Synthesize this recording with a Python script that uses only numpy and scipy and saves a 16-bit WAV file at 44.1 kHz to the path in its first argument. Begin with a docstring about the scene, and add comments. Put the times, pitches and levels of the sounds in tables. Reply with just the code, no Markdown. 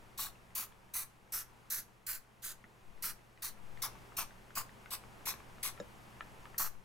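"""Sixteen short squirts of water mist, moved from side to side, over a sheet of paper on a desk.
Each is shaped noise: a nozzle hiss, and a lower resonant rush where the jet meets the paper.
The pump plunger ticks before and after each stroke as decaying sines; further pump ticks sound on their own.
There is one faint rising chirp and one hollow knock of summed modes; low-passed noise pushes as stirred air.
Each close sound except the air gets a diffuse noise tail; a small room's noise and hum lie faintly beneath."""
import sys
import numpy as np
from scipy import signal
from scipy.fft import rfft, irfft
from scipy.io import wavfile

SR = 44100
rng = np.random.default_rng(int(sys.argv[2]) if len(sys.argv) > 2 else 0)


def wrap_up_sound(samples):
    """Save the sound to the file named by the first command line argument, as 16-bit audio."""
    columns = np.atleast_2d(samples).T
    # keep every value between -1 and 1, then stretch to whole-number steps
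    tamed = np.clip(columns, -1, 1)
    steps = np.round(tamed * 32767).astype(np.int16)
    wavfile.write(sys.argv[1], SR, steps)


N = 301644

# rush and stirred air at the two microphones: f/Hz, likeness/0-1
RUSH_LIKENESS = [(1200, 0.98), (3000, 0.74)]


def amp(db):
    """Decibels to gain."""
    return 10 ** (np.asarray(db) / 20)


def unit(x):
    """Scales to rms 1."""
    return x / np.sqrt(np.mean(x ** 2) + 1e-20)


def read(points, hz):
    """Interpolates a table on a log-frequency axis."""
    f, value = np.transpose(points)
    return np.interp(np.log(hz + 1), np.log(f + 1), value)


def add(mix, s, sound):
    """Mixes a stereo sound in at time s."""
    part = mix[:, round(s * SR):][:, :sound.shape[1]]
    part += sound[:, :part.shape[1]]


def panned(db):
    """Left and right gains for a left-over-right level difference."""
    return amp(np.array([[db], [-db]]) / 2)


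def noise(gain, size):
    """Noise of rms 1 whose spectrum is shaped by gain(Hz)."""
    spectrum = rfft(rng.standard_normal(size))
    return unit(irfft(spectrum * gain(np.fft.rfftfreq(size, 1 / SR)), size))


def noise_pair(gain, likeness, size, side_db=0):
    """Noise of rms 1 at two microphones: partly alike, with a phase lead that follows the level difference."""
    # phase lead: f/Hz, lead/(rad per dB of left-right difference)
    lead = [(100, 0.5), (1200, 0.18), (3000, .5), (5500, 0.85), (8500, -0.18)]
    hz = np.fft.rfftfreq(size, 1 / SR)
    left, other = rfft(rng.standard_normal((2, size)))
    same = np.clip(read(likeness, hz), 0, 1)
    right = same * left + np.sqrt(1 - same ** 2) * other
    right = right * np.exp(-1j * side_db * read(lead, hz))
    return unit(irfft(np.array([left, right]) * gain(hz), size))


def flutter(hz, size):
    """Random wander of rms 1, mostly slower than hz."""
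    return noise(lambda f: (f > 0) / (1 + (f / hz) ** 4), size)


def scattered(x, fade_s, count=60):
    """Early echoes off the desk and the things on it, different at each microphone."""
    t = np.arange(round(.02 * SR)) / SR
    taps = np.zeros((2, len(t)))
    at = rng.integers(20, len(t), (2, count))
    strengths = rng.choice([-1, 1], at.shape) * np.exp(-t[at] / fade_s)
    np.put_along_axis(taps, at, strengths, 1)
    taps /= np.linalg.norm(taps, axis=1, keepdims=True)
    return signal.fftconvolve(np.atleast_2d(x), taps, axes=1)[:, :x.shape[-1]]


def squirt(place, length_s, hiss_db, open_db, fine_db, rush_db):
    """The valve snaps open, pressure swells and sags, the valve shuts; the jet reaches the paper a moment later."""
    t = np.arange(round(.2 * SR)) / SR
    attack_s, release_s = 0.0035, 0.014  # attack at 0 dB opening pressure; slower under a gentle press
    side_db = .5 - 2.1 * place
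    opening = np.clip(t / attack_s * amp(open_db), 0, 1)
    valve = opening * np.exp(-np.maximum(t - length_s, 0) / release_s)
    hiss = nozzle_hiss(t, valve, place, length_s, hiss_db, open_db, fine_db, side_db)
    rush = paper_rush(t, valve, place, rush_db, side_db)
    return panned(side_db) * hiss + panned(0.89) * rush


def nozzle_hiss(t, valve, place, length_s, hiss_db, open_db, fine_db, side_db):
    """Spray noise combed by random short delays; pressure drives its level and finest fizz."""
    # nozzle spectrum: f/Hz, relative density/dB
    hiss_shape = [(200, -39.5), (1200, -10), (2000, -5.5), (2500, -6), (3150, -10), (4000, -1), (5000, -3),
                  (6000, -1.5), (8000, -3.5), (9500, -2), (11000, 1.5), (13000, 1.5), (15000, 1.5),
                  (16000, -4)]
    # hiss at the two microphones: f/Hz, likeness/0-1
    spray_likeness = [(1200, 0.7), (3000, 0.64), (5500, 0.86), (9000, 0.94), (14000, 1)]
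    # fuller, duller colour near the left edge: f/Hz, gain at place -1/dB
    edge_colour = [(1500, -7), (2500, 7.5), (4000, 1), (8000, -2), (11000, 0), (15000, -6)]
    # thinning towards the right: f/Hz, gain at place 1/dB
    thinning = [(1500, -4), (3000, -3), (5000, -2), (8000, 1.5), (11000, 1.6), (15000, 2)]
    delay_gains, delay_min_s, delay_max_s = [0.38, 0.28, 0.12], 0.00011, 0.000694
    open_s, dip_s, top_s, hold_s = 0.0074, 0.01, 0.028, 0.033  # from the start of the stroke
    dip_db, sag_db = -1.5, -6.5

    def nozzle(f):
        """Random close delays cut broad notches, new each squirt; longer random delays add fine ripple."""
        close_s = rng.uniform(delay_min_s, delay_max_s, len(delay_gains))
        close = np.exp(-2j * np.pi * np.outer(f, close_s))
        longer = np.exp(-2j * np.pi * np.outer(f, rng.uniform(.001, .004, 4)))
        comb = abs(1 + close @ np.array(delay_gains)) * abs(1 + 0.11 * longer.sum(1))
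        colour_db = min(place, 0) ** 2 * read(edge_colour, f) + max(place, 0) * read(thinning, f)
        mist_db = fine_db * np.clip((f - 7000) / 4000, 0, 1)
        return comb * amp(read(hiss_shape, f) + colour_db + mist_db)

    pressure_db = np.interp(t, [open_s, dip_s, top_s, hold_s, max(length_s, hold_s)],
                            [open_db, open_db + dip_db, 0, 0, sag_db])
    spray = noise_pair(nozzle, spray_likeness, len(t), side_db)
    fizz = signal.sosfilt(signal.butter(1, 8000, "high", fs=SR, output="sos"), spray)
    sputter = amp(1.0 * flutter(120, len(t)))
    # falling pressure takes the finest fizz away first
    body = (spray - fizz) * amp(0.78 * pressure_db)
    hiss = amp(hiss_db) * valve * sputter * (body + fizz * amp(1.8 * pressure_db))
    # on the left the hand hides the nozzle: more scattered against direct hiss
    scatter = amp(-7.5 - 4.5 * place)
    return (hiss + scatter * scattered(hiss, fade_s=0.0042)) / np.hypot(1, scatter)


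def paper_rush(t, valve, place, rush_db, side_db):
    """The jet on the paper: the space between hand and paper picks out one broad resonance."""
    # rush spectrum: multiple of the resonance, relative density/dB
    rush_shape = [(.04, -2.5), (.12, -10.5), (.35, -15.5), (.55, -12.5), (.72, -3.5), (.9, 0.5), (1, 7),
                  (1.12, 2.5), (1.35, -1), (1.8, -9.5), (2.5, -14.5), (7, -26)]
    # resonance climbs as the bottle moves right: place, f/Hz
    rush_pitch = [(-0.64, 1063), (0.36, 1110), (0.55, 1480), (0.54, 1500)]
    resonance_hz = np.interp(place, *np.transpose(rush_pitch))
    rush = noise_pair(lambda f: amp(read(rush_shape, f / resonance_hz)), RUSH_LIKENESS, len(t), side_db)
    growth = np.interp(t, [.010, .02, .04, .055], [0.073, 0.74, 0.53, 0.37])
    arrival = growth * np.interp(t - .005, t, valve)  # 5 ms after the valve
    return amp(rush_db + 2.73 * flutter(146, len(t))) * arrival * rush


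def plunger(db, length_s, place):
    """The tick at either end of a stroke: harder when the stroke is quick, clearer on the left."""
    quick_s, softer_db_per_s, db_per_place = 0.041, 198, -6
    level_db = db - softer_db_per_s * (length_s - quick_s) + db_per_place * place
    hz = 1350 * 2 ** (0.28 * rng.standard_normal())  # scatter in octaves
    return tick(level_db, hz, side_db=2.5)


def tick(db, hz, side_db):
    """The plunger catches in its sleeve: a tiny scrape, and the plastic rings for a few milliseconds."""
    # modes of the plastic pump: nominal multiple of the tick's pitch, level/dB, t60/s
    pump = [(1, -3, 0.017), (1.25, 0, 0.0098), (1.55, -4.5, 0.0087), (2, -5, 0.0056), (3.2, -20, 0.0054)]
    t = np.arange(SR // 10) / SR
    ring = 0
    for multiple, level_db, t60_s in pump:
        mode_hz = hz * multiple * rng.uniform(0.854, 1.21)
        ring = ring + amp(level_db - 60 * t / t60_s) * np.sin(2 * np.pi * mode_hz * t)
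    scrape = noise(lambda f: 1 / (1 + (np.log((f + 1) / 1800) / 0.69) ** 4), len(t))
    scrape = scrape * np.exp(-t / 0.0021)
    ring = (ring + amp(-20) * scrape) * (1 - np.exp(-t / 0.0004))
    ring = amp(db + 3.5) * ring / abs(ring).max()
    return panned(side_db) * (ring + amp(-6.5) * scattered(ring, fade_s=0.034))


def chirp(db, hz, rise_hz_per_s, t60_s):
    """A faint rising tone that goes with a tick, over a soft low bump."""
    t = np.arange(SR // 8) / SR
    cycles = np.cumsum(hz + rise_hz_per_s * t) / SR
    tone = np.sin(2 * np.pi * cycles) * amp(db - 60 * t / t60_s)
    bump = np.sin(2 * np.pi * 200 * t) * amp(db + 10.5 - 60 * t / 0.032)
    ring = (tone + bump) * (1 - np.exp(-t / 0.0012))
    return ring + amp(-6) * scattered(ring, fade_s=0.01)


def knock(db):
    """A blunt blow: the high modes speak at once, the hollow body swells after them."""
    # modes of the knocked bottle: f/Hz, level/dB, t60/s, rise/s
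    bottle = [(196, -1, 0.078, .003), (302, -7.5, 0.099, 0.0015), (499, 4, 0.083, 0.0056),
              (557, 7.5, 0.046, 0.0019), (710, -20, 0.07, 0.0011), (1360, -6.5, 0.038, 0.00049),
              (1690, -3.5, 0.023, .0003), (3750, -7, 0.019, .0002), (5350, -15, 0.043, .0002),
              (5740, -19, .03, .0002), (6420, -19, 0.039, .0002), (6930, -13, 0.045, .0002)]
    t = np.arange(SR // 5) / SR
    ring = 0
    for hz, level_db, t60_s, rise_s in bottle:
        envelope = amp(db + level_db - 60 * t / t60_s) * (1 - np.exp(-t / rise_s))
        ring = ring + envelope * np.sin(2 * np.pi * hz * t)
    return ring + amp(-10) * scattered(ring, fade_s=0.0074)


def draught(length_s, db):
    """A soft push of air: nearly all of it lies below the lowest audible notes."""
    size = round(max(length_s, .05) * SR)
    eddies = noise_pair(lambda f: 1 / (1 + (f / 11) ** 2.0), RUSH_LIKENESS, SR)[:, :size]
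    return amp(db) * (0.64 + 0.43 * eddies) * signal.windows.tukey(size, .6)


def room(x):
    """A diffuse tail, each band dying at its own speed."""
    # ring of the room: f/Hz, t60/s
    ring_times = [(150, 0.43), (1000, 0.36), (4000, 0.29), (9000, 0.29), (15000, 0.18)]
    hz, t, z = signal.stft(rng.standard_normal((2, SR // 2)), SR, nperseg=256)
    decay = amp(-60 * t / read(ring_times, hz)[:, None])
    tail = signal.istft(z * decay, SR, nperseg=256)[1]
    tail = tail * np.clip(np.arange(tail.shape[1]) / SR / 0.0062, 0, 1)
    return signal.fftconvolve(x, tail / np.linalg.norm(tail[0]), axes=1)[:, :N]


def background():
    """Soft room noise and a slightly wavering hum swell and sink together."""
    # room noise spectrum: f/Hz, relative density/dB
    air_shape = [(22, -2), (34, -23), (60, -10), (140, -13), (215, -10), (270, -17), (360, -14), (600, -17),
                 (900, -14.5), (1440, -19.5), (2670, -24), (3840, -31.5), (12000, -37.5), (16000, -44.5)]
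    # room noise at the two microphones: f/Hz, likeness/0-1
    air_likeness = [(60, 0.5), (250, 0.4), (700, 0.45), (1800, 0), (6000, 0.96)]
    # room noise, before the pan: t/s, level/dB
    air_level = [(0.0, -58.5), (1.22, -63), (1.58, -60.5), (2.1, -64.5), (3.11, -60.5), (3.35, -62.5),
                 (3.9, -54.5), (4.42, -58), (5.18, -55.5), (6.51, -55.5), (6.69, -61), (6.84, -62)]
    # hum: f/Hz, mean level against the room noise/dB
    hum_tones = [(24, -16), (47, -13.5), (120, -9.5), (186, -19.5), (208, -21.5)]
    t = np.arange(N) / SR
    air = noise_pair(lambda f: amp(read(air_shape, f)), air_likeness, N)
    hum = 0
    for hz, db in hum_tones:
        level = amp(db + 1.0 * flutter(9.2, N)) * np.sqrt(2)
        hum = hum + level * np.sin(2 * np.pi * hz * t + 0.11 * flutter(12.0, N))
    return panned(1.0) * amp(np.interp(t, *np.transpose(air_level))) * (air + hum)


def scene():
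    """Each stroke is a tick, a squirt with its puff of air, and a tick; then further ticks, knock and room."""
    # squirts: t/s, stroke length/s, hiss/dB, opening pressure/dB, mist fineness/dB, rush on the paper/dB
    squirts = [(.175, 0.095, -36, -3, 0.5, -44.5), (0.55, 0.088, -35, -0.7, 3.5, -46),
               (.936, .092, -34, -2.5, 3.5, -48.5), (1.321, 0.092, -34.8, -1, 2, -46),
               (1.7, 0.1, -34.5, -1.5, 1, -47), (2.064, 0.099, -36.5, -2, 0.5, -46),
               (2.42, .1, -39.5, -8, -4, -49.5), (3.022, 0.084, -35.5, -1, 0, -43.5),
               (3.42, 0.07, -38, -0.5, -0.5, -49.5), (3.819, 0.05, -37, 2, -2, -42.7),
               (4.166, .057, -34.5, -2.5, -2, -39), (4.551, .057, -36, -3, 2, -39),
               (4.904, .049, -36, -5.5, 2, -43.5), (5.254, 0.063, -35, -2.7, 0, -42.5),
               (5.628, 0.064, -36, 1, 0.5, -45), (6.579, 0.088, -32.5, 1.5, 3, -40)]
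    # hand over the sheet: t/s, place/(-1 left to 1 right)
    places = [(0, -0.47), (1.8, 0.83), (2.5, 1), (3.8, -0.34), (5.25, -1.03), (5.7, -0.99), (6.0, 0.0074),
              (6.84, 0.54)]
    # further ticks of the pump: t/s, level/dB, f/Hz, left-right/dB
    ticks = [(2.6412, -49.5, 1380, 3), (5.339, -44, 1270, 0), (6.2078, -34.5, 1317, 0.5),
             (6.455, -44.5, 1300, 0), (6.545, -45, 1260, 2)]
    # rising chirp: t/s, tone level/dB, starting f/Hz, rise/(Hz/s), t60/s
    chirps = [(2.641, -59, 1700, 24000, .08)]
    # hollow knock: t/s, level/dB
    knocks = [(5.8003, -38)]
    # air stirred as the hand sweeps across: t/s, length/s, nominal level/dB
    draughts = [(2.824, 0.24, -52.5), (3.42, 0.47, -50), (6.552, .28, -46.5)]
    press_lead_s, return_lag_s = .045, .085  # before opening, after shutting
    press_db, return_db = -49.5, -50  # for a quick stroke at mid-sheet
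    puff_db, puff_extra_s = -12, 0.058  # against the rush, beyond the stroke

    near, wind = np.zeros((2, 2, N))
    for s, length_s, hiss_db, open_db, fine_db, rush_db in squirts:
        place = np.interp(s, *np.transpose(places))
        add(near, s - press_lead_s, plunger(press_db, length_s, place))
        add(near, s, squirt(place, length_s, hiss_db, open_db, fine_db, rush_db))
        add(wind, s, draught(length_s + puff_extra_s, rush_db + puff_db))
        add(near, s + length_s + return_lag_s, plunger(return_db, length_s, place))
    for s, *row in ticks:
        add(near, s, tick(*row))
    for s, *row in chirps:
        add(near, s, chirp(*row))
    for s, db in knocks:
        add(near, s, knock(db))
    for s, *row in draughts:
        add(wind, s, draught(*row))
    return near + amp(-15.5) * room(near) + background() + panned(15.5) * wind


def record(dry):
    """Linear-phase low-pass: a steep upper band limit."""
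    edge_hz = 15950
    lowpass = signal.firwin(401, edge_hz, window=("kaiser", 8), fs=SR)
    return signal.oaconvolve(dry, lowpass[None], "same")


dry = scene()
out = record(dry)
wrap_up_sound(out)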